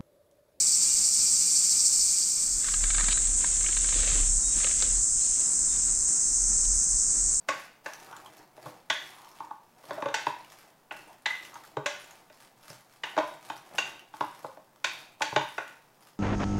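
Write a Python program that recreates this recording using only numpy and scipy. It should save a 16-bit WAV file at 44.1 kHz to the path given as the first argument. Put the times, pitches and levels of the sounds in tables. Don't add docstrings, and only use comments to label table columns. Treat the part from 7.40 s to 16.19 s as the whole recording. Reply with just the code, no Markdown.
import sys
import numpy as np
from scipy import signal
from scipy.fft import rfft, irfft, next_fast_len
from scipy.io import wavfile
from scipy.ndimage import uniform_filter1d, map_coordinates

SR = 44100
rng = np.random.default_rng(int(sys.argv[2]) if len(sys.argv) > 2 else 0)


def store_wav(level_fs):
    pcm = np.round(np.clip(np.atleast_2d(level_fs), -1, 1) * 32767)
    wavfile.write(sys.argv[1], SR, pcm.T.astype(np.int16))


N = 387638
BLOW_SIZE = SR * 3 // 4


def amp(db):
    return 10 ** (np.asarray(db) / 20)


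def unit(x):
    return x / np.sqrt(np.mean(x ** 2) + 1e-20)


def along(points, hz):
    f, v = np.transpose(points)
    return np.interp(np.log(hz + 1), np.log(f + 1), v)


def filtered(x, response):
    m = next_fast_len(len(x) + 8192)
    spectrum = rfft(x, m) * response(np.fft.rfftfreq(m, 1 / SR))
    return irfft(spectrum, m)[:len(x)]


def coloured(x, spectrum):
    return unit(filtered(x, lambda f: amp(along(spectrum, f))))


def bell(f, hz, width):
    return np.exp(-(np.log((f + 1) / hz) / width) ** 2)


def narrow(size, hz, width):
    return unit(filtered(rng.standard_normal(size), lambda f: bell(f, hz, width)))


def favoured(blow, hz, boost_db, width):
    return filtered(blow, lambda f: amp(boost_db * bell(f, hz, width)))


def add(track, s, sound):
    part = track[max(round(s * SR), 0):][:len(sound)]
    part += sound[:len(part)]


def wobble(rate):
    knots = rng.standard_normal(int(N * rate / SR) + 4)
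    return map_coordinates(knots, [np.arange(N) * rate / SR])


# frequency in Hz, t60 in s.
ROOM_DECAY = [(120, 0.38), (500, 0.24), (1000, 0.4), (2500, 0.58), (5000, 0.54), (9000, 0.35), (15000, 0.1)]


def kitchen(x, early_db, late_db, early_t60=0.17, build=0.0023):
    hz, when, z = signal.stft(rng.standard_normal(BLOW_SIZE), SR, nperseg=256)
    decay = amp(-60 * when / along(ROOM_DECAY, hz)[:, None])
    late = signal.istft(z * decay, SR, nperseg=256)[1][:BLOW_SIZE]
    t = np.arange(BLOW_SIZE) / SR
    early = rng.standard_normal(BLOW_SIZE) * amp(-60 * t / early_t60)
    arriving = 1 - np.exp(-t / build)
    answer = amp(early_db) * unit(early * arriving) + amp(late_db) * unit(late * arriving)
    return x + signal.fftconvolve(x, answer / np.sqrt(BLOW_SIZE))[:len(x)]


# frequency in Hz, relative spectral level in dB.
AIR_SPECTRUM = [(20, 1.5), (35, -74), (60, -18), (130, 2), (220, -0.5), (400, -3), (850, 0.5), (1400, -8.5),
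                (2900, -19), (11000, -21.5), (15800, -18)]


def hush():
    return amp(-63.5) * coloured(rng.standard_normal(N), AIR_SPECTRUM)


def grains(rate, spread_db, clump_db, clump_rate):
    size_db = spread_db * np.minimum(rng.standard_exponential(N), 4) + clump_db * wobble(clump_rate)
    return (rng.random(N) < rate / SR) * amp(size_db) * rng.standard_normal(N)


def effort(rise, length, sag_db_per_s, fall_db_per_s, t):
    sag_db = sag_db_per_s * np.maximum(t - rise, 0)
    fall_db = fall_db_per_s * np.maximum(t - length, 0)
    return np.clip(t / rise, 0, 1) * amp(-sag_db - fall_db)


# frequency in Hz, relative spectral level in dB.
LEAF_SPECTRUM = [(500, -10), (1200, 7), (2000, 1.5), (3200, 0.5), (4600, -1), (6000, -2.5), (8000, -5),
                 (11500, -5), (15800, -13)]


def snap(hz, t60=0.022, boost_db=11, width=0.13):
    t = np.arange(SR // 30) / SR
    crackle = rng.standard_normal(len(t)) * amp(2.1 * rng.standard_normal(len(t)))
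    fade = amp(-60 * t / t60) * (1 - np.exp(-t / 0.00051))
    return fade * unit(favoured(coloured(crackle, LEAF_SPECTRUM), hz, boost_db, width))


FLICKS_PER_S, FLICK_HZ, FLICK_SPREAD_DB = 40, 7000, 7.5


def flicks():
    track = np.zeros(N)
    for when, size, pitch in rng.uniform(-1, 1, (int(FLICKS_PER_S * N / SR), 3)):
        flick = snap(FLICK_HZ * 2 ** pitch, t60=0.014, boost_db=8.5)
        add(track, abs(when) * N / SR, amp(FLICK_SPREAD_DB * size) * flick)
    return unit(track)


# frequency in Hz, relative spectral level in dB.
RUB_SPECTRUM = [(50, -97), (90, -9), (135, 0.5), (220, -2), (320, 3.5), (450, 0), (620, 6), (900, 6),
                (1150, -4.5), (1400, -7.5), (2200, -8), (5000, -40)]
# start in seconds, rise in s, length in s,
# relative crackle of leaves in dB, relative rub on the bottom in dB.
STROKES = [(0.069, .02, 0.16, -60, -50.5), (0.436, 0.018, 0.56, -60, -49), (1.124, 0.16, 0.14, -60, -44),
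           (1.508, 0.023, 0.56, -60.5, -53), (2.33, .17, 0.15, -63, -49), (2.466, 0.014, .22, -66, -45.5),
           (2.732, .02, 0.23, -61.5, -47.5), (3.044, 0.062, 0.19, -63.5, -55),
           (3.505, 0.018, 0.18, -63, -49.5), (3.846, 0.026, 0.45, -61, -52),
           (4.437, 0.054, 0.33, -61, -51.5), (4.876, .13, 0.15, -66, -58), (5.161, 0.11, .19, -62, -53.5),
           (5.493, 0.024, 0.054, -68.5, -60), (5.62, 0.023, 0.31, -60.5, -50),
           (5.982, 0.098, 0.16, -60.5, -49), (6.209, 0.19, 0.27, -58.5, -43.5),
           (6.705, 0.096, 0.36, -62, -53), (7.437, .01, .16, -60.5, -50), (7.788, .02, 0.54, -59.5, -54),
           (8.574, 0.057, 0.11, -69.5, -65.5)]
CRACKLE_SAG_DB_PER_S, CRACKLE_FALL_DB_PER_S = 15.5, 113
RUB_SAG_DB_PER_S, RUB_FALL_DB_PER_S = 6.5, 88
IDLE_CRACKLE_DB, IDLE_RUB_DB = -80, -76.5


def stirring():
    press_power, toss_power, t = np.zeros(N), np.zeros(N), np.arange(SR) / SR
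    for s, rise, length, crackle_db, rub_db in STROKES:
        push = effort(rise, length, RUB_SAG_DB_PER_S, RUB_FALL_DB_PER_S, t)
        stir = effort(rise, length, CRACKLE_SAG_DB_PER_S, CRACKLE_FALL_DB_PER_S, t)
        add(press_power, s, (amp(rub_db) * push) ** 2)
        add(toss_power, s, (amp(crackle_db) * stir) ** 2)
    press = np.hypot(np.sqrt(press_power), amp(IDLE_RUB_DB))
    toss = np.hypot(np.sqrt(toss_power), amp(IDLE_CRACKLE_DB))
    slips = grains(rate=1200, spread_db=1.5, clump_db=3.0, clump_rate=82)
    rub = amp(-7.5) * press * coloured(slips, RUB_SPECTRUM)
    crackle = grains(rate=2500, spread_db=4, clump_db=3.2, clump_rate=160)
    leaves = toss * (amp(3.0) * coloured(crackle, LEAF_SPECTRUM) + amp(-1) * flicks())
    return kitchen(rub + leaves, early_db=-2, late_db=-7.5, early_t60=0.18)


# nominal frequency in Hz, nominal level in dB, undamped t60 in s.
BOWL_MODES = [(139, -20, 0.11), (242, -17, 0.042), (305, -11.5, 0.12), (423.5, -13, 0.073),
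              (572.7, -9, 0.12), (614.4, -4.5, 0.13), (674, -25.5, 0.011), (851.2, 9, 0.041),
              (909, 5, 0.072), (995, 12, 0.017), (1069.6, 1.5, 0.075), (1130, 2.5, 0.036),
              (1491, 8.5, 0.036), (1636, -0.5, 0.066), (1782, 1, 0.039), (1940, 10, 0.015),
              (1999, -17, 0.17), (2448, -13.5, 0.029), (2560, 20, 0.0072), (2800, -31, 0.064),
              (3450, -4.5, 0.017), (3683, -8, 0.063), (4596, 6, 0.0076), (5210, -3, 0.012),
              (5940, -61, 0.024), (6860, -14, 0.026)]
# frequency in Hz, relative spectral level in dB.
CRACK_SPECTRUM = [(60, -18), (250, -29), (600, 14.5), (1000, 1.5), (2200, 7.5), (3800, 0), (5100, -4),
                  (6200, -4.5), (7600, -10), (9500, -23.5), (16000, -34)]


def strike(crack_db, crack_t60, attack, damping, shift=0.0082):
    t = np.arange(SR // 10) / SR
    hz, db, t60 = np.transpose(BOWL_MODES)[:, :, None]
    hz = hz * (1 + shift * rng.standard_normal(hz.shape))
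    db = db + rng.normal(0, 1.5, hz.shape)
    phase = rng.uniform(0, 2 * np.pi, hz.shape)
    modes = np.sum(amp(db - 60 * damping * t / t60) * np.sin(2 * np.pi * hz * t + phase), axis=0)
    crack = coloured(rng.standard_normal(len(t)), CRACK_SPECTRUM) * amp(crack_db - 60 * t / crack_t60)
    onset = 1 - np.exp(-(t / attack) ** 2)
    return np.pad((modes + crack) * onset, (0, BLOW_SIZE - len(t)))


# frequency in Hz, gain in dB.
VALLEYS = [(240, -17), (485, -5), (750, -9.5), (1330, -2), (3150, 0), (4250, -5), (5100, -7)]


def hollowed(blow, width=.055):
    return filtered(blow, lambda f: amp(sum(db * bell(f, hz, width) for hz, db in VALLEYS)))


def registers(base_db, per_weight, per_hardness, weight_db, hardness_db):
    return np.array(base_db) + weight_db * np.array(per_weight) + hardness_db * np.array(per_hardness)


REGISTER_EDGES_HZ = [100, 400, 750, 1300, 4000, 16000]


def voiced(blow, register_db):
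    out = np.zeros(len(blow))
    for lo, hi, db in zip(REGISTER_EDGES_HZ, REGISTER_EDGES_HZ[1:], register_db):
        band = signal.butter(4, [lo, hi], 'band', fs=SR, output='sos')
        part = signal.sosfilt(band, blow)
        out += amp(db) * part / np.std(part[:SR // 33])
    return out


def ring(hz, t60, width, swell, head_db, head_t60):
    t = np.arange(BLOW_SIZE) / SR
    tone = narrow(BLOW_SIZE, hz, width)
    tone /= np.sqrt(np.abs(uniform_filter1d(tone ** 2, SR // 25)) + .1)
    head = amp(head_db - 60 * t / head_t60) * np.sin(2 * np.pi * hz * t)
    return (head + tone * amp(-60 * t / t60)) * (1 - np.exp(-t / swell))


# start in seconds, level in dB, ring in Hz, relative ring level in dB,
# weight of salad behind the wall in dB, sharpness of the edge in dB.
TAPS = [(0.086, -25.5, 1106, -3.5, 8.5, -12), (0.459, -34.5, 1720, -18, 7.5, -16),
        (1.499, -24.5, 3400, -10.5, 1.5, -10), (2.741, -28, 880, -8, 1, -6.5),
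        (3.509, -35, 2780, -16, 5, -30), (3.857, -26.5, 2007, -2, -6, -10), (4.459, -28.5, 575, -8, 5, -8),
        (5.634, -31.5, 2860, -12, -3, -15), (6.382, -27, 2780, -4.5, 2, -7.5),
        (7.442, -27, 2420, -15, -1, -5.5), (7.818, -27, 876, -8, 3.5, -7.5),
        (8.179, -29, 1414, -15, 7, -25)]
# base in dB, growth with weight and with edge in dB per dB.
TAP_BASE_DB = [-27.5, -15.5, -10, -1.5, -2.3]
TAP_DB_PER_WEIGHT_DB = [0.66, 1, 0.05, 0, 0.12]
TAP_DB_PER_EDGE_DB = [0, 0.13, 0.028, 0.18, 1]
RING_T60_AT_0DB_WEIGHT_S, RING_DAMPING = 0.37, 0.29
WALL_HZ = 2040
MUFFLE_HZ, MUFFLE = 3570, 0.72


def taps(count=3):
    track = np.zeros(N)
    for s, db, ring_hz, ring_db, weight_db, edge_db in TAPS:
        chatter = np.zeros(BLOW_SIZE)
        for k in range(count):
            contact = strike(crack_db=8.0, crack_t60=0.042, attack=0.0014, damping=1.16)
            heard = kitchen(contact, early_db=-12, late_db=-6.0, early_t60=0.44)
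            add(chatter, k * .0014, amp(-1.5 * k) * heard)
        chatter = favoured(chatter, ring_hz, boost_db=9.5, width=0.057)
        chatter = favoured(chatter, WALL_HZ, boost_db=2.5, width=0.074)
        chatter = favoured(chatter, MUFFLE_HZ, -MUFFLE * weight_db, width=.25)
        register_db = registers(TAP_BASE_DB, TAP_DB_PER_WEIGHT_DB, TAP_DB_PER_EDGE_DB, weight_db, edge_db)
        clack = voiced(hollowed(chatter), register_db)
        t60 = RING_T60_AT_0DB_WEIGHT_S * amp(-RING_DAMPING * weight_db)
        width = 0.026 * amp(-.7 * ring_db)
        tone = amp(ring_db + 1) * ring(ring_hz, t60, width, swell=0.00043, head_db=0, head_t60=0.032)
        add(track, s, amp(db) * (clack + tone))
    return track


# start in seconds, relative level in dB, pitch in Hz.
SNAPS = [(0.5342, -31.5, 6060), (0.5989, -39, 6070), (0.765, -35.5, 7240), (0.8605, -40, 3260),
         (0.9905, -47, 5690), (1.2268, -39, 4890), (3.046, -41, 2680), (3.8211, -48, 10000),
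         (4.0505, -35, 2800), (4.142, -37.5, 6580), (4.2383, -45, 3530), (4.255, -47, 3620),
         (4.7084, -38, 6770), (5.301, -32.5, 5230), (5.3138, -43, 4370), (6.178, -44, 5670),
         (6.5935, -39, 2820), (8.2781, -38, 2790)]


def snaps():
    track = np.zeros(N)
    for s, db, hz in SNAPS:
        add(track, s, amp(db - 5) * snap(hz))
    return kitchen(track, early_db=-3.5, late_db=-19)


# middle in seconds, half the full span in s, pitch in Hz,
# level at the middle in dB.
SLIDES = [(0.746, 0.15, 1180, -51), (0.862, 0.062, 940, -50), (1.837, 0.26, 1010, -54),
          (2.618, 0.25, 1090, -49), (3.714, .07, 806, -54), (4.16, 0.078, 1080, -49),
          (4.246, .025, 1400, -51.5)]


def slides():
    track = np.zeros(N)
    for s, length, hz, db in SLIDES:
        stroke = np.hanning(round(2 * length * SR)) ** 2
        add(track, s - length, amp(db) * stroke * narrow(len(stroke), hz, width=0.26))
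    return track


# start in seconds, level in dB, ring in Hz, relative ring level in dB,
# weight behind the spoon in dB, hardness of the contact in dB.
KNOCKS = [(0.726, -43.5, 1100, -19, -31, -3), (1.176, -58, 610, -16, 7.5, -5),
          (1.259, -41, 509, -1, -5, -20), (2.003, -35, 950, -6, -24, -17),
          (2.108, -36, 956, -8.5, -29, -22), (2.438, -56.5, 420, 1, -1, -5),
          (2.507, -37.5, 588, 3, -2.5, -2.5), (2.579, -46.5, 620, 14, 3, -7),
          (2.622, -33, 850, -12, -4, -7), (2.657, -34.5, 554, 4, -2, -5.5), (2.685, -42, 570, -15, -3, 3),
          (2.867, -30.5, 973, 5, -9, -0.5), (4.154, -46.5, 1110, -10, -22, -1),
          (4.368, -33.5, 412, 0, -3, -8), (4.898, -65, 570, -16, 6.5, 9), (5.3, -63.5, 303, -14, 9, 0),
          (5.765, -39.5, 420, -10, 1.5, -1), (5.776, -25.5, 620, 3, -6, -7.5),
          (5.785, -36, 997, 12.5, 6, 4.5), (6.099, -34.5, 940, -15, -18, -1),
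          (6.737, -42, 963, -18, -20, -7.5), (6.807, -28, 972, -0.5, -10, -7),
          (7.044, -38, 534, 0, -3.5, -21), (7.17, -54.5, 535, -5, 3.5, -7.5),
          (7.806, -33.5, 895, -1, -7, -16), (7.924, -37, 910, -4, -5.5, -14),
          (7.961, -22, 942, -2, -4.5, 0.5)]
# base in dB, growth with weight and with hardness in dB per dB.
KNOCK_BASE_DB = [-9, -0.5, -3.14, -5.5, -15]
KNOCK_DB_PER_WEIGHT_DB = [0.4, 1, 0, 0.21, 0.12]
KNOCK_DB_PER_HARDNESS_DB = [0.17, 0.089, 0.025, 0.78, 0.84]


def knocks():
    track = np.zeros(N)
    for s, db, ring_hz, ring_db, weight_db, hardness_db in KNOCKS:
        blow = strike(crack_db=7.5, crack_t60=0.025, attack=0.0013, damping=1.48)
        soft = signal.sosfilt(signal.butter(1, 1500, fs=SR, output='sos'), blow)
        heard = kitchen(soft, early_db=-9.5, late_db=-6, early_t60=0.17)
        register_db = registers(KNOCK_BASE_DB, KNOCK_DB_PER_WEIGHT_DB, KNOCK_DB_PER_HARDNESS_DB,
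                                weight_db, hardness_db)
        knock = voiced(hollowed(heard), register_db)
        tone = ring(ring_hz, t60=0.41, width=0.063, swell=.0027, head_db=13, head_t60=0.05)
        add(track, s, amp(db) * (knock + amp(ring_db - 6) * tone))
    return track


# start in seconds, level in dB.
BUMPS = [(1.258, -44), (2.869, -41), (4.371, -37), (5.3, -45.5), (5.779, -47), (7.927, -35.5)]


def bumps():
    track = np.zeros(N)
    for s, db in BUMPS:
        boom = ring(hz=132.6, t60=0.18, width=0.15, swell=.005, head_db=-5, head_t60=0.17)
        add(track, s, amp(db) * boom)
    return track


def scene():
    return (hush() + stirring() + taps() + snaps() + slides() + knocks() + bumps())[None]


TOP_HZ = 15900


def record(dry):
    return filtered(dry[0], lambda f: f < TOP_HZ)[None]


dry = scene()
out = record(dry)
store_wav(out)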